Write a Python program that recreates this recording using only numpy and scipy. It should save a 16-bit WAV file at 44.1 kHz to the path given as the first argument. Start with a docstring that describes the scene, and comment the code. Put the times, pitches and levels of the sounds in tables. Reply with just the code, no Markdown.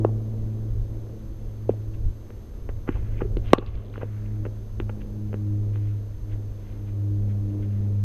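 """Batting practice on grass

Two dull knocks of bat on ball, then one hard hit that overloads the microphone: gliding tones with ring and crack.
Footfalls, faint echoes of the hits and the ball dropping into the net are short pulses, some with a scuff.
Clothes, netting and gear rustle and tick as swells of gritty noise, with one short hollow tok.
A far propeller plane drones and sinks in pitch: harmonics over exhaust noise. Wind rumbles lightly as coloured
noise, and the camera's electronics whine faintly as two steady tones."""
import sys
import numpy as np
from scipy import signal
from scipy.fft import rfft, irfft, next_fast_len
from scipy.io import wavfile
from scipy.ndimage import uniform_filter1d, map_coordinates

SR = 44100
rng = np.random.default_rng(int(sys.argv[2]) if len(sys.argv) > 2 else 0)


def generate_wav(sig):
    """Save sig (samples, or channels by samples) to the path in sys.argv[1] as 16-bit PCM at SR."""
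    pcm = np.round(np.clip(np.atleast_2d(sig).T, -1, 1) * 32767).astype(np.int16)
    wavfile.write(sys.argv[1], SR, pcm)


N = 354563  # length in samples, about 8 s


def amp(db):
    """Turn decibels into a gain."""
    return 10 ** (np.asarray(db) / 20)


def unit(x):
    """Scale a sound to rms 1."""
    return x / np.sqrt(np.mean(x ** 2) + 1e-20)


def along(points, hz):
    """Read a table of (f/Hz, value) at any frequency, on a log frequency axis."""
    f, v = np.transpose(points)
    return np.interp(np.log(hz + 1), np.log(f + 1), v)


def clock():
    """Give the time of each sample in seconds."""
    return np.arange(N) / SR


def curves(rows):
    """Join the points of each column after the time by straight lines, with a value for each sample."""
    s, *columns = np.transpose(rows)
    return [np.interp(clock(), s, column) for column in columns]


def wobble(rate):
    """Draw a smooth random curve with `rate` random points a second."""
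    points = rng.standard_normal(int(N * rate / SR) + 4)
    return map_coordinates(points, [clock() * rate])


def filtered(x, response):
    """Multiply x by a gain that depends on frequency."""
    size = next_fast_len(len(x) + 8192)
    hz = np.fft.rfftfreq(size, 1 / SR)
    return irfft(rfft(x, size) * response(hz), size)[:len(x)]


def coloured(count, spectrum):
    """Make noise of rms 1 whose balance of low and high follows the spectrum."""
    return unit(filtered(rng.standard_normal(count), lambda hz: amp(along(spectrum, hz))))


def add(track, s, sound):
    """Mix a sound into the track from time s on."""
    i = max(round(s * SR), 0)
    track[i:i + len(sound)] += sound[:max(N - i, 0)]


# the camera's whine, one row: f/Hz, level/dB (rms), level/dB of the octave above (rms)
WHINE_TONE = (6308.7, -73.5, -74.5)
FRAME_HZ = 29.97  # frames per second


def whine():
    """A thin tone from the camera's electronics, with its octave; the lower one flips sign with every frame."""
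    hz, db, octave_db = WHINE_TONE
    phase = 2 * np.pi * hz * clock()
    flip = np.tanh(10 * np.sin(np.pi * FRAME_HZ * clock()))
    tone = amp(db) * flip * np.sin(phase)
    octave = amp(octave_db) * np.sin(2 * phase)
    return np.sqrt(2) * (tone + octave)


# puffs of wind on the microphone: t/s of the middle, half length/s, level/dB before the buffet trim
GUSTS = [(.45, 0.07, -36), (0.79, .12, -29.5), (1.982, 0.1, -30.5), (2.074, 0.027, -22),
         (2.755, 0.17, -37.5), (3.202, 0.25, -31), (3.72, .08, -28), (4.94, .04, -30.5)]
CALM_DB = -40  # the breeze between the puffs, before the same trim
# colour of the wind's rumble: f/Hz, relative level/dB
BUFFET_COLOUR = [(8, -3.5), (25, 1.5), (38, 4), (60, -3.5), (90, -7), (150, -20), (300, -41), (1000, -82.5)]
# colour of the even hiss: f/Hz, relative level/dB
HISS_COLOUR = [(200, 2), (1000, 13.5), (2500, 3), (4200, 2), (6000, -1.5), (8000, -5.5), (12000, -8),
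               (13500, -6.5), (15000, -34)]


def breeze(buffet_db, air_db, eddy_db, eddies_per_s):
    """Soft buffeting that swells with each puff and churns in small eddies, under a faint even hiss."""
    power = amp(CALM_DB) ** 2
    for s, half, db in GUSTS:
        power = power + amp(db) ** 2 * np.exp(-((clock() - s) / half) ** 2)
    churn = amp(buffet_db + eddy_db * wobble(eddies_per_s))
    rumble = np.sqrt(power) * churn * coloured(N, BUFFET_COLOUR)
    return rumble + amp(air_db) * coloured(N, HISS_COLOUR)


# pitch of the plane's propeller: t/s, f/Hz at which the blades pass
BLADE_RATE = [(0, 108.7), (1, 108.4), (1.6, 107), (4.4, 104.6), (7, 101.7), (8.04, 101.1)]
# its tones, fading in and out on the way through the air, before trims:
# t/s, level/dB of the first, of the second, of the third
DRONE_LEVELS = [(0.0, -22, -41.5, -37), (0.32, -29.5, -43, -54.5), (0.5, -29.5, -41.5, -48),
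                (0.95, -32.0, -60.5, -58), (1.15, -40, -52, -58.5), (1.8, -32.5, -53, -56),
                (2.45, -46, -59.0, -67.5), (2.8, -44, -63, -61), (3.05, -32.5, -53, -74),
                (4.1, -33, -50.5, -63.5), (4.36, -28.5, -48, -50), (4.7, -37, -51.5, -63),
                (4.86, -29, -49, -65), (5.02, -38.5, -42.5, -53.5), (5.5, -24.5, -40, -43),
                (5.95, -26, -54.5, -54.5), (6.18, -41, -58, -55), (6.33, -31.5, -60.5, -52.5),
                (6.68, -38.5, -51.5, -57.5), (7.02, -25.5, -49.5, -46.5), (7.25, -24.0, -39.5, -50),
                (7.55, -27.5, -40, -39), (7.85, -24.0, -39.5, -57.5), (8.04, -23, -40, -62)]
# its exhaust roar: t/s, level/dB before the roar trim
ROAR_LEVEL = [(0, -44), (.25, -51), (1.5, -56), (2.5, -57.5), (3.6, -50), (4.1, -55), (5.5, -54.5),
              (6.7, -56.5), (7.55, -52), (8.04, -55.5)]
# colour of the exhaust: f/Hz, relative level/dB
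EXHAUST_COLOUR = [(40, -24), (130, 4), (250, 5), (400, 4.5), (550, -1), (800, -14), (1200, -24.5),
                  (2200, -74), (5000, -51)]
FADE_GROWTH_DB = 1.58  # extra flutter of each higher harmonic, reached in full only in deep fades


def plane(tone_db, overtone_db, upper_db, roar_db, flutter_db):
    """Propeller harmonics over exhaust noise; turbulence makes higher ones flutter more, most of all in fades."""
    phase = 2 * np.pi * np.cumsum(curves(BLADE_RATE)[0]) / SR
    first, second, third = curves(DRONE_LEVELS)
    # the fourth harmonic follows the third, at its own trim
    levels = [first + tone_db, second + overtone_db, third + overtone_db, third + upper_db]
    tones = np.zeros(N)
    for k, db in enumerate(levels, 1):
        faded = np.clip((db.max() - db) / 12, .35, 1)
        flutter = faded * (flutter_db + (k - 1) * FADE_GROWTH_DB) * wobble(9)
        angle = k * (phase + 0.1 * wobble(7)) + rng.uniform(0, 2 * np.pi)
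        tones += amp(db + flutter) * np.sin(angle)
    roar_level = curves(ROAR_LEVEL)[0] + roar_db + 1.2 * wobble(9)
    return np.sqrt(2) * tones + amp(roar_level) * coloured(N, EXHAUST_COLOUR)


# rubs of clothes and netting, and one short hollow tok near 400 Hz:
# t/s of the middle, half length/s, level/dB (rms), centre f/Hz, width/octaves
RUSTLES = [(2.939, .036, -54.5, 1890, .63), (2.961, 0.01, -43, 480, 0.81), (3.06, .079, -60.5, 1560, 0.74),
           (3.18, 0.045, -56.5, 2180, .5), (3.253, 0.0074, -30, 400, .1), (3.49, 0.032, -51.5, 2500, 0.99),
           (3.631, .013, -42, 600, .97), (3.679, .012, -51, 3100, .9), (3.745, 0.078, -56.5, 3300, 2.3),
           (3.98, 0.048, -57, 1700, 1.9), (4.119, 0.2, -62, 1500, 0.61)]


def rustles_and_tok():
    """List the rubs of clothes and netting as broad bands, and the hollow tok as a very narrow one."""
    return list(RUSTLES)


# light shuffles in the grass: t/s, half length/s, level/dB (rms)
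SHUFFLES = [(1.707, .012, -62), (1.944, .008, -59.5), (5.014, 0.0093, -55), (5.759, 0.016, -59.5),
            (5.87, .06, -64), (6.324, 0.016, -58), (6.7, 0.088, -65.5), (6.889, .016, -61),
            (7.302, .019, -62), (7.636, .012, -59), (7.72, 0.23, -68)]
SHUFFLE_HZ, SHUFFLE_OCTAVES = 2130, 0.93


def shuffles():
    """List the small movements in the grass as soft, broad rubs."""
    return [(s, half, db, SHUFFLE_HZ, SHUFFLE_OCTAVES) for s, half, db in SHUFFLES]


# sharp little ticks of gear and netting: t/s, level/dB (rms), f/Hz
TICKS = [(3.371, -39, 2980), (3.5851, -28.5, 3700), (3.664, -39.5, 3800), (3.755, -48, 4220),
         (3.941, -39.5, 1690), (3.959, -32, 1390), (4.262, -50.5, 2860), (4.801, -38.5, 3050)]
TICK_HALF_S, TICK_OCTAVES = 0.00054, 0.28
# the struck netting crackles: t/s at one end, signed span/s to the other, level/dB of a tick (rms), f/Hz
NET_CRACKLE = (4, -0.16, -53, 3700)


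def ticks():
    """List the ticks as very short narrow rubs, with eight more at random moments for the struck net."""
    end, span, net_db, net_hz = NET_CRACKLE
    crackle = [(end + span * u, net_db, net_hz) for u in rng.random(size=8)]
    return [(s, TICK_HALF_S, db, hz, TICK_OCTAVES) for s, db, hz in list(TICKS) + crackle]


# paired contacts, played by scuffs and by impacts: mostly feet, heel then sole;
# the one at 3.585 s is the hard hit's echo, the one near 4.03 s the ball dropping into the net
# t/s of the second contact, level/dB (peak), thud f/Hz, click level/dB against the thud,
# lead/s of the first contact, its level/dB (peak), scuff level/dB (rms)
PAIRS = [(2.698, -34.5, 356, -19, 0.00686, -24.5, -46), (2.8901, -11.5, 293, -23, .012, -26.5, -39),
         (3.219, -13, 380, -26.5, 0.01, -32, -35.5), (3.585, -11, 363, -25, .0036, -18, -42),
         (4.0312, -16.5, 460, -24, 0.019, -31, -39.5), (4.4647, -21.5, 396, -28, .0117, -24, -45.5),
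         (4.8986, -29, 400, -16, 0.0036, -26.5, -42), (5.3421, -21.5, 405, -20, 0.012, -26, -59)]
SCUFF_HZ, SCUFF_OCTAVES = 850, 0.86
SCUFF_SPREAD = 0.53  # half length as a share of the time between the two contacts


def scuffs():
    """List a soft rub midway through each pair; for a foot, the sole brushing the grass as it rolls."""
    return [(s - lead / 2, SCUFF_SPREAD * lead, scuff_db, SCUFF_HZ, SCUFF_OCTAVES)
            for s, *_, lead, first_db, scuff_db in PAIRS]


def gritty_noise(swells, grain_db, grains_per_s, top_hz):
    """Short swells of noise whose uneven loudness makes them gritty, each in its own band."""
    track = np.zeros(N)
    t = np.arange(-SR // 2, SR // 2) / SR
    for s, half, db, centre_hz, octaves in swells:
        knots = rng.standard_normal(SR // 20)
        near = np.abs(t) < 4 * half + .01  # only the stretch where the swell is heard
        grit = np.interp((t[near] - t[0]) * grains_per_s, np.arange(len(knots)), knots)
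        grains = rng.standard_normal(len(t))[near] * amp(grain_db * grit)

        def band(hz):
            hump = np.exp(-.5 * (np.log2((hz + 1) / centre_hz) / octaves) ** 2)
            return hump / (1 + (hz / top_hz) ** 6)

        swell = np.exp(-.5 * (t[near] / half) ** 2)
        sound = swell * filtered(grains, band)
        level = amp(db) * np.linalg.norm(swell) / np.linalg.norm(sound)
        add(track, s + t[near][0], level * sound)
    return track


# single dull thuds: footfalls, landings, the ball near 3.98 s, the faint echo after each of the first two
# knocks, and a low lump of body just after the second knock # t/s, level/dB (peak), thud f/Hz, click level/dB
# against the thud
THUDS = [(.091, -31.5, 640, -30), (1.7035, -23.5, 213, -34), (1.737, -31.5, 510, -29),
         (2.3047, -32.5, 396, -18.5), (3.3691, -16, 348, -29.5), (3.625, -27, 450, -24),
         (3.979, -23.5, 427, -22), (4.801, -18, 337, -19), (5.7587, -32, 400, -14)]
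# colour of a thud, shifted to each one's own pitch: f/Hz, relative level/dB
THUD_COLOUR = [(40, -65.5), (120, 2), (240, -0.5), (330, 2.5), (400, 7.5), (500, 2.5), (700, -13),
               (900, -46), (2000, -60), (5000, -79)]
THUD_HZ = 400  # the pitch the thud colour is written for
# colour of a click: f/Hz, relative level/dB
CLICK_COLOUR = [(150, -14.5), (700, 4.5), (1600, 3.5), (2200, -2.5), (2600, -2.5), (3100, -8),
                (3700, -45.5), (6000, -33.5), (15000, -59)]
FIRST_HZ, FIRST_CLICK_DB = 432, -19  # first contact of a pair: thud pitch, and click against the thud


def impacts(lag_hz, size=4096):
    """Each contact or echo is one causal pulse: a heavily damped thud, plus a click at its own level."""
    track = np.zeros(N)
    hz = np.fft.rfftfreq(size, 1 / SR)
    dispersion = (lag_hz - 1j * hz) / (lag_hz + 1j * hz)  # the lows trail the highs
    seconds = [pair[:4] for pair in PAIRS]
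    firsts = [(s - lead, first_db, FIRST_HZ, FIRST_CLICK_DB) for s, *_, lead, first_db, scuff_db in PAIRS]
    for s, db, pitch_hz, click_db in list(THUDS) + seconds + firsts:
        thud = amp(along(THUD_COLOUR, hz * THUD_HZ / pitch_hz))
        click = amp(click_db + along(CLICK_COLOUR, hz))
        cepstrum = irfft(np.log(np.hypot(thud, click) + 1e-6))
        # minimum phase keeps the onset sharp
        sharp = np.exp(rfft(2 * cepstrum[:size // 2], size))
        pulse = irfft(dispersion * sharp)
        add(track, s, amp(db) * pulse / np.abs(pulse).max())
    return track


# bat on ball: t/s, thud level/dB (peak), starting f/Hz, settled f/Hz, glide/s, rise/s,
# time to fall 60 dB/s, ring level/dB against the thud's peak
KNOCKS = [(.048, -6.5, 1790, 375, .00075, .0024, .012, -25),
          (1.693, -6.4, 780, 405, .00075, .0035, .0105, -33),
          (3.5332, 8.4, 1480, 276, .00075, .003, .007, -10)]
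# the blade's brief ring: f/Hz, level/dB within the ring, time to fall 60 dB/s
BLADE_RING = [(1120, 0, .025), (1550, -12, .018), (2670, -5, .011)]
# colour of the noisy part of the crack: f/Hz, relative level/dB
CRACK_COLOUR = [(500, -20), (1000, -0.5), (1400, 3), (2100, -13.5), (3100, -7), (3900, -26), (5000, -19),
                (7000, -35), (15000, -50.5)]
CRACK_DB, CRACK_T60_S = -17, .03  # starting level against the ring, and time to fall 60 dB


def bat():
    """Each knock glides down quickly to a damped wooden thud; the blade rings briefly under a burst of noise."""
    track = np.zeros(N)
    t = np.arange(SR // 10) / SR
    for s, db, start_hz, end_hz, glide_s, rise_s, t60_s, ring_db in KNOCKS:
        cycles = end_hz * t + (start_hz - end_hz) * glide_s * (1 - np.exp(-t / glide_s))
        swell = (1 - np.exp(-t / rise_s)) ** 2 * amp(-60 * t / t60_s)
        thud = swell / swell.max() * np.sin(2 * np.pi * cycles)
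        ring = sum(amp(level - 60 * t / life) * np.sin(2 * np.pi * hz * t) for hz, level, life in BLADE_RING)
        crack = amp(CRACK_DB - 60 * t / CRACK_T60_S) * coloured(len(t), CRACK_COLOUR)
        add(track, s, -amp(db) * (thud + amp(ring_db) * (ring + crack)))
    return track


def scatter(x, decay, low_hz):
    """A diffuse tail; small things reflect little bass, and each frequency dies at its own speed."""
    hz, t, z = signal.stft(rng.standard_normal(SR), SR, nperseg=256)
    fading = amp(-60 * t / along(decay, hz)[:, None])
    tail = signal.istft(z * fading, SR, nperseg=256)[1]
    bass_cut = signal.butter(2, low_hz, "high", fs=SR, output="sos")
    tail = signal.sosfilt(bass_cut, tail / np.linalg.norm(tail))
    return signal.fftconvolve(x, tail)[:N]


# scatter from the frame and the ground: f/Hz, time to fall 60 dB/s
NEAR_DECAY = [(200, 0.099), (1200, 0.14), (3000, 0.075), (10000, .05)]
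# scatter from far trees: f/Hz, time to fall 60 dB/s
FAR_DECAY = [(200, .6), (1200, 0.95), (2200, 0.63), (4000, .6), (10000, .2)]


def field(x, near_db, far_db, glint_db):
    """Open ground: a brief bright scatter off frame and grass, a duller one behind it, a faint wash from trees."""
    glint = amp(glint_db) * scatter(x, [(1000, .04), (12000, .05)], low_hz=5040)
    near = amp(near_db) * scatter(x, NEAR_DECAY, low_hz=890)
    far = amp(far_db) * scatter(x, FAR_DECAY, low_hz=1300)
    return x + glint + near + far


def scene():
    """The batter and the ball on the field, with plane and breeze behind."""
    air = breeze(buffet_db=3.0, air_db=-62.5, eddy_db=2.5, eddies_per_s=14)
    drone = plane(tone_db=0, overtone_db=1.5, upper_db=-16.5, roar_db=7.5, flutter_db=1.37)
    swells = rustles_and_tok() + scuffs() + shuffles() + ticks()
    close = impacts(lag_hz=600) + gritty_noise(swells, grain_db=3.5, grains_per_s=430, top_hz=3500)
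    close = close + amp(-14.5) * scatter(close, NEAR_DECAY, low_hz=303.5)
    knocks = field(bat(), near_db=-16, far_db=-26, glint_db=-7)
    return (whine() + air + drone + close + knocks)[None]


def ducked(x, most_db, hold_s, release_s, lag_s, attack_s):
    """Gain control: an overload turns the gain down a moment later; it holds, then creeps back."""
    last_overload = np.maximum.accumulate(np.where(np.abs(x) > 1, clock(), -np.inf))
    age = clock() - last_overload
    depth = np.clip(1 - (age - hold_s) / release_s, 0, 1)
    depth = uniform_filter1d(depth, int(attack_s * SR))
    delayed = np.interp(clock() - lag_s, clock(), depth, left=0)
    return x * amp(-most_db * delayed)


TOP_HZ = 15400  # the camera's band limit


def record(dry):
    """The camera ducks after an overload, saturates at full scale and keeps nothing above its band limit."""
    x = ducked(dry[0], most_db=6, hold_s=.17, release_s=.45, lag_s=.0043, attack_s=.003)
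    x = x / (1 + np.abs(x) ** 3.5) ** (1 / 3.5)
    return filtered(x, lambda hz: hz < TOP_HZ)[None]


dry = scene()
out = record(dry)
generate_wav(out)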